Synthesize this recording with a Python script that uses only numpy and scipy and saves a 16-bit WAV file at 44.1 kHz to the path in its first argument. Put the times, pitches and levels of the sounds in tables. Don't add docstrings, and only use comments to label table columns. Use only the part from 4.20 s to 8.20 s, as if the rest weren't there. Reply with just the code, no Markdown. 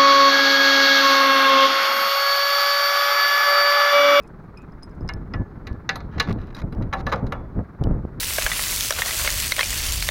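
import sys
import numpy as np
from scipy import signal
from scipy.fft import rfft, irfft
from scipy.io import wavfile

SR = 44100
rng = np.random.default_rng(int(sys.argv[2]) if len(sys.argv) > 2 else 0)


def to_wav(sig):
    pcm = np.clip(np.atleast_2d(sig), -1, 1) * 32767
    pcm = np.round(pcm).astype(np.int16)
    wavfile.write(sys.argv[1], SR, pcm.T)


N = 176400
T = np.arange(N) / SR
RING_T = T[:N // 6]


# start_s, body_db, ring_db, bite_db, air_db
HOOK_KNOCKS = [(0.8904, -35.5, -30, -44, -70), (1.137, -33, -33.5, -54, -88),
               (1.4691, -41.5, -38.5, -44, -63), (1.6909, -27, -19.5, -25, -56),
               (1.756, -33, -40.5, -38, -53), (1.803, -41, -48, -52.5, -85), (1.981, -51, -38, -45, -79),
               (1.9982, -37, -18, -22.5, -42.5), (2.0005, -25.5, -26.5, -23.5, -49),
               (2.347, -52, -45.5, -42.5, -61), (2.523, -50, -49, -54.5, -66.5),
               (2.622, -50.5, -48.5, -53.5, -71.5), (2.727, -27.5, -28.5, -44, -64),
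               (2.7342, -24.5, -29, -37, -57), (2.866, -25, -31.5, -38, -58),
               (2.9172, -33, -32.5, -44, -71), (2.9235, -20, -27.5, -36, -54.5),
               (2.932, -27, -31, -40, -77), (3.066, -48.5, -51, -51, -69),
               (3.1215, -26, -32.5, -42.5, -56.5)]
# start_s, pitch_hz, level_db, t60_s
SINGLE_MODES = [(.892, 1722, -40, .3), (1.138, 1722, -37, .36), (1.14, 6490, -79, 1.2),
                (1.471, 1722, -43, .4), (1.692, 1722, -28.5, .24), (1.692, 12580, -47, .06),
                (1.757, 12580, -47, .07), (2.001, 1722, -29, .2), (2.001, 1135, -22, .06),
                (2.868, 1722, -28, .13), (2.868, 782, -41, .3), (3.124, 3424, -60, .45),
                (3.639, 3010, -32, .018)]
def hook():
    out = np.zeros(N)
    for start_s, *levels_db in HOOK_KNOCKS:
        add(out, start_s, clank(*levels_db))
    for start_s, pitch_hz, level_db, t60_s in SINGLE_MODES:
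        add(out, start_s, ring([(pitch_hz, level_db, t60_s)], spread_db=0))
    return out


# low_hz, high_hz, trim_db, crash_t60_s, tail_db, tail_t60_s
BLOW_BANDS = [(425, 970, -5.5, 0.1, -4.5, 0.56), (990, 1440, -3, .06, -9, 0.29),
              (1450, 2270, -2.5, 0.049, -15.5, .28), (2350, 3700, -11.5, 0.049, -20.5, 0.19),
              (3500, 4400, -3.5, 0.031, -22, 0.3), (4334, 6500, -9.5, 0.02, -27.5, .2),
              (8150, 13400, -1.5, .035, -25.5, .15)]
# pitch_hz, relative_db, t60_s
FRAME_MODES = [(468, -8, .15), (542, -10, .3), (590, -6, .12), (779, -6, .3), (845, -6, .09), (920, -8, .2),
               (1140, -3, .08), (1228, -5, .05), (1314, -7, .06), (1495, -9, .1), (1640, -6, .05),
               (1722, -1, .09), (1960, -3, .06), (2160, -6, .06), (2454, -2, .055), (2677, -7, .08),
               (2841, -7, .075), (3850, -3, .035), (3966, 0, .045), (4070, -3, .035), (4911, -9, .07),
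               (11000, -5, .03), (12580, -5, .04)]
def clank(body_db, ring_db, bite_db, air_db, swell_s=0.001554, chatter_s=0.0011, crash_db=-1):
    out = np.zeros(len(RING_T))
    swell = 1 - np.exp(-RING_T / swell_s)
    levels_db = body_db, body_db, ring_db, ring_db, bite_db, bite_db, air_db
    for level_db, blow_band in zip(levels_db, BLOW_BANDS):
        low_hz, high_hz, trim_db, crash_t60_s, tail_db, tail_t60_s = blow_band
        dense = rms_one(band(rng.standard_normal(len(RING_T)), low_hz, high_hz, order=3))
        decay = fade(crash_t60_s, hold_s=chatter_s) + from_db(tail_db) * fade(tail_t60_s)
        modes = [mode for mode in FRAME_MODES if low_hz < mode[0] < high_hz]
        clear = ring(modes, spread_db=7, shift_bandwidths=0.35)
        blow = swell * (clear + from_db(crash_db) * dense * decay)
        attack_rms = np.std(blow[:SR // 60])
        out += from_db(level_db + trim_db) * blow / attack_rms
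    return out


# start_s, end_s, level_db, relative_bite_db
HOOK_SCRAPES = [(1.905, 1.987, -45.5, -16.5), (2.065, 2.117, -36, -13.5), (2.164, 2.327, -52, -12),
                (2.344, 2.417, -42.5, -7.5), (2.751, 2.812, -45, -6), (2.87, 2.913, -45.5, -4.5),
                (2.935, 2.995, -52, -9), (3.131, 3.172, -62, -9)]
def scraping(contacts=4, grains_per_s=450, spread_db=3.5, rise_s=0.02):
    out = np.zeros(N)
    for start_s, end_s, level_db, bite_db in HOOK_SCRAPES:
        size = int((end_s - start_s) * SR)
        pressure = np.minimum(T[:size] / rise_s, 1)
        drag = 0
        for _ in range(contacts):
            blow = clank(body_db=3.5, ring_db=0, bite_db=bite_db, air_db=bite_db - 19.5)
            damped = blow * fade(t60_s=0.04)
            slips = rng.random(size) < grains_per_s / contacts / SR
            grains = slips * rng.choice([-1, 1], size) * from_db(spread_db * rng.standard_normal(size))
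            drag = drag + signal.fftconvolve(grains * pressure, damped)
        drag_rms = np.sqrt(np.sum(drag ** 2) / size) + 1e-9
        add(out, start_s, from_db(level_db) * drag / drag_rms)
    return out


# start_s, level_db, upper_relative_db, pitch_hz, t60_s
LINK_CLINKS = [(.026, -60.5, 1, 5050, 0.089), (.074, -60.5, 13, 5170, 0.044), (.374, -45, -1, 5120, 0.046),
               (.522, -53.5, -8, 5100, 0.029), (.625, -44, -14, 5060, 0.045),
               (0.632, -38.5, 0.5, 5075, 0.06), (.708, -59, -12, 5070, .05), (0.808, -55, -12, 5080, 0.068),
               (.878, -40.5, -9, 5130, 0.028), (0.89, -24, -15, 5070, 0.016),
               (.937, -27.5, -9, 5280, 0.011), (1.137, -31, -28, 5060, 0.025),
               (1.152, -54, -5, 5600, 0.023)]
# pitch_ratio, relative_db, t60_ratio
LINK_MODES = [(1, -1, 1), (1.016, -8, .4), (1.15, -15, .3), (1.625, -15, 1.1), (2.067, -13, .8)]
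# start_s, level_db
RUST_TICKS = [(1.529, -49.5), (2.027, -36), (2.072, -50), (2.097, -39), (2.11, -42), (2.127, -34),
              (2.216, -48), (2.271, -49), (2.367, -37.5), (2.39, -39), (2.404, -46.5), (2.549, -47.5),
              (2.799, -45), (2.959, -38), (3.638, -30)]
def chain(click_db=-26):
    out = np.zeros(N)
    for start_s, level_db, upper_db, pitch_hz, t60_s in LINK_CLINKS:
        modes = [(pitch_hz * ratio, db, t60_s * t60_ratio) for ratio, db, t60_ratio in LINK_MODES]
        lower = ring(modes[:3], spread_db=0.5)
        upper = from_db(upper_db) * ring(modes[3:], spread_db=0.5)
        click = from_db(click_db + upper_db / 2) * tick()
        add(out, start_s, from_db(level_db) * (lower + upper + click))
    for start_s, level_db in RUST_TICKS:
        add(out, start_s, from_db(level_db) * tick())
    return out


def tick(rise_s=0.00035, air_db=-13.5):
    white = rng.standard_normal(len(RING_T))
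    crackle = rms_one(band(white, 2215, 5480, order=3))
    air = from_db(air_db) * rms_one(band(white, 8500, 13500))
    return (crackle + air) * (1 - np.exp(-RING_T / rise_s)) * fade(t60_s=0.01)


# start_s, end_s, level_db
CHAIN_JINGLES = [(0, 0.087, -63.5), (0.198, 0.248, -66), (0.374, .455, -64.5), (.58, 0.832, -74)]
def jingling(contacts_per_s=85, spread_db=5.5):
    out = np.zeros(N)
    for start_s, end_s, level_db in CHAIN_JINGLES:
        for contact_s in rng.uniform(start_s, end_s, int((end_s - start_s) * contacts_per_s)):
            bright = rms_one(band(rng.standard_normal(len(RING_T)), 4730, 8360, order=1))
            gain = from_db(level_db + spread_db * rng.standard_normal())
            add(out, contact_s, gain * bright * fade(t60_s=0.01))
    return out


# start_s, length_s, level_db
LINK_SQUEAKS = [(.005, 0.057, -64), (0.366, 0.024, -51), (0.391, 0.062, -61)]
def squeaks(pitch_hz=2525, width_hz=170, edge_s=0.0066):
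    rub = rms_one(band(rng.standard_normal(N), pitch_hz - width_hz / 2, pitch_hz + width_hz / 2))
    envelope = np.zeros(N)
    for start_s, length_s, level_db in LINK_SQUEAKS:
        inside_s = np.minimum(T - start_s, start_s + length_s - T)
        envelope += from_db(level_db) * np.clip(inside_s / edge_s, 0, 1)
    return rub * envelope


# time_s, level_db
WIND_GUSTS = [(0.0, -48), (0.7, -42), (0.85, -28), (0.89, -36), (1.0, -28), (1.07, -39), (1.14, -27),
              (1.22, -24), (1.25, -42.5), (1.35, -40.5), (1.38, -38.5), (1.49, -35.5), (1.55, -30.5),
              (1.6, -40), (1.89, -31), (1.93, -43), (1.98, -21.5), (2.03, -36.5), (2.1, -22), (2.38, -40),
              (2.44, -25.5), (2.51, -34), (2.565, -26.5), (2.61, -20.5), (2.73, -34.5), (2.77, -25.5),
              (2.86, -27.5), (3.01, -31.5), (3.03, -22), (3.15, -32), (3.32, -38.5), (3.39, -19.5),
              (3.41, -21), (3.46, -42), (3.59, -48), (3.61, -21.5), (3.7, -20), (3.93, -39), (4.0, -31.5)]
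# frequency_hz, relative_density_db
WIND_SPECTRUM = [(20, 0.5), (40, 2.5), (80, 0), (140, -2.5), (250, -9), (450, -19.5), (900, -32),
                 (1800, -47.5), (4000, -89.5)]
# time_s, unfiltered_peak_db
EDDY_THUMPS = [(.811, -20.5), (1.144, -18), (1.211, -22), (2.09, -17), (2.162, -15.5), (3.03, -16.5),
               (3.392, -11.5), (3.624, -11.5), (3.672, -9), (3.712, -9.5), (3.852, -13)]
def wind(trim_db=0.5, flutter_db=2, bright_from_hz=600, brightening=0.4, thump_rise_s=0.00073):
    gust_db = np.interp(T, *np.transpose(WIND_GUSTS))
    rumble = noise(WIND_SPECTRUM) * rms_one(from_db(flutter_db * drift(rate_hz=27)))
    upper = signal.sosfilt(signal.butter(1, bright_from_hz, "high", fs=SR, output="sos"), rumble)
    upper_gain = from_db(brightening * (gust_db - gust_db.mean()))
    out = from_db(trim_db + gust_db) * (rumble + upper * (upper_gain - 1))
    push = RING_T / thump_rise_s * np.exp(1 - RING_T / thump_rise_s)
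    thump = band(push, 49, 1200)
    for time_s, peak_db in EDDY_THUMPS:
        add(out, time_s - thump_rise_s, from_db(peak_db) * thump)
    return out


# frequency_hz, relative_density_db
CLATTER_SPECTRUM = [(60, 2), (170, 9.5), (290, -0.5), (480, -6.5), (800, -7), (1350, -6), (1800, -15.5),
                    (2200, -21), (3000, -38)]
# pitch_hz, level_db
ENGINE_TONES = [(43.1, -45.5), (113.0, -62), (269.2, -55), (393.0, -53.5)]
def engine(firing_hz=20.6, first_firing_s=0.004, throb_db=3.5, clatter_db=-44.5, hum_trim_db=-1.5):
    throb = from_db(throb_db * np.cos(2 * np.pi * firing_hz * (T - first_firing_s)))
    clatter = noise(CLATTER_SPECTRUM) * rms_one(throb)
    hum = np.zeros(N)
    for pitch_hz, level_db in ENGINE_TONES:
        waver = 1 + 0.2 * drift(rate_hz=3.5)
        phase = 2 * np.pi * pitch_hz * T + 4 * drift(rate_hz=9)
        hum += from_db(level_db) * np.sqrt(2) * waver * np.sin(phase)
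    return from_db(clatter_db) * clatter + from_db(hum_trim_db) * hum


def ring(modes, spread_db, shift_bandwidths=0):
    out = np.zeros(len(RING_T))
    for centre_hz, level_db, t60_s in modes:
        width_hz = np.log(1000) / (np.pi * t60_s)
        pitch_hz = centre_hz + shift_bandwidths * width_hz * rng.standard_normal()
        gain = rng.choice([-1, 1]) * from_db(level_db + spread_db * rng.standard_normal())
        out += gain * fade(t60_s) * np.sin(2 * np.pi * pitch_hz * RING_T)
    return out


def fade(t60_s, hold_s=0):
    return np.exp(-np.log(1000) * np.maximum(RING_T - hold_s, 0) / t60_s)


def noise(spectrum):
    hz, db = np.transpose(spectrum)
    bins_hz = np.maximum(np.fft.rfftfreq(N, 1 / SR), 1)
    skirts = np.minimum(bins_hz / hz[0], 1) ** 2 * np.minimum(hz[-1] / bins_hz, 1) ** 2
    colour = from_db(np.interp(np.log(bins_hz), np.log(hz), db))
    return rms_one(irfft(rfft(rng.standard_normal(N)) * skirts * colour, N))


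def drift(rate_hz):
    bins_hz = np.fft.rfftfreq(N, 1 / SR)
    return rms_one(irfft(rfft(rng.standard_normal(N)) / (1 + (bins_hz / rate_hz) ** 2), N))


def band(x, low_hz, high_hz, order=2):
    return signal.sosfilt(signal.butter(order, [low_hz, high_hz], "band", fs=SR, output="sos"), x)


def from_db(db):
    return 10 ** (np.asarray(db) / 20)


def rms_one(x):
    return x / np.sqrt(np.mean(x ** 2) + 1e-20)


def add(out, start_s, sound):
    i = max(int(start_s * SR), 0)
    out[i:i + len(sound)] += sound[:N - i]


def scene():
    return (hook() + chain() + jingling() + squeaks() + scraping() + wind() + engine())[None]


# frequency_hz, relative_density_db
HISS_SPECTRUM = [(2000, -1), (3000, -2.5), (4000, 3), (6000, -5.5), (8000, -11), (15000, -8.5)]
def record(dry, notch_hz=7990, hiss_db=-75, cutoff_hz=15800):
    notched = signal.lfilter(*signal.iirnotch(notch_hz, Q=11, fs=SR), dry)
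    hiss = from_db(hiss_db) * noise(HISS_SPECTRUM)
    low_pass = signal.ellip(10, 0.2, 80, cutoff_hz, fs=SR, output="sos")
    return signal.sosfilt(low_pass, notched + hiss)


dry = scene()
out = record(dry)
to_wav(out)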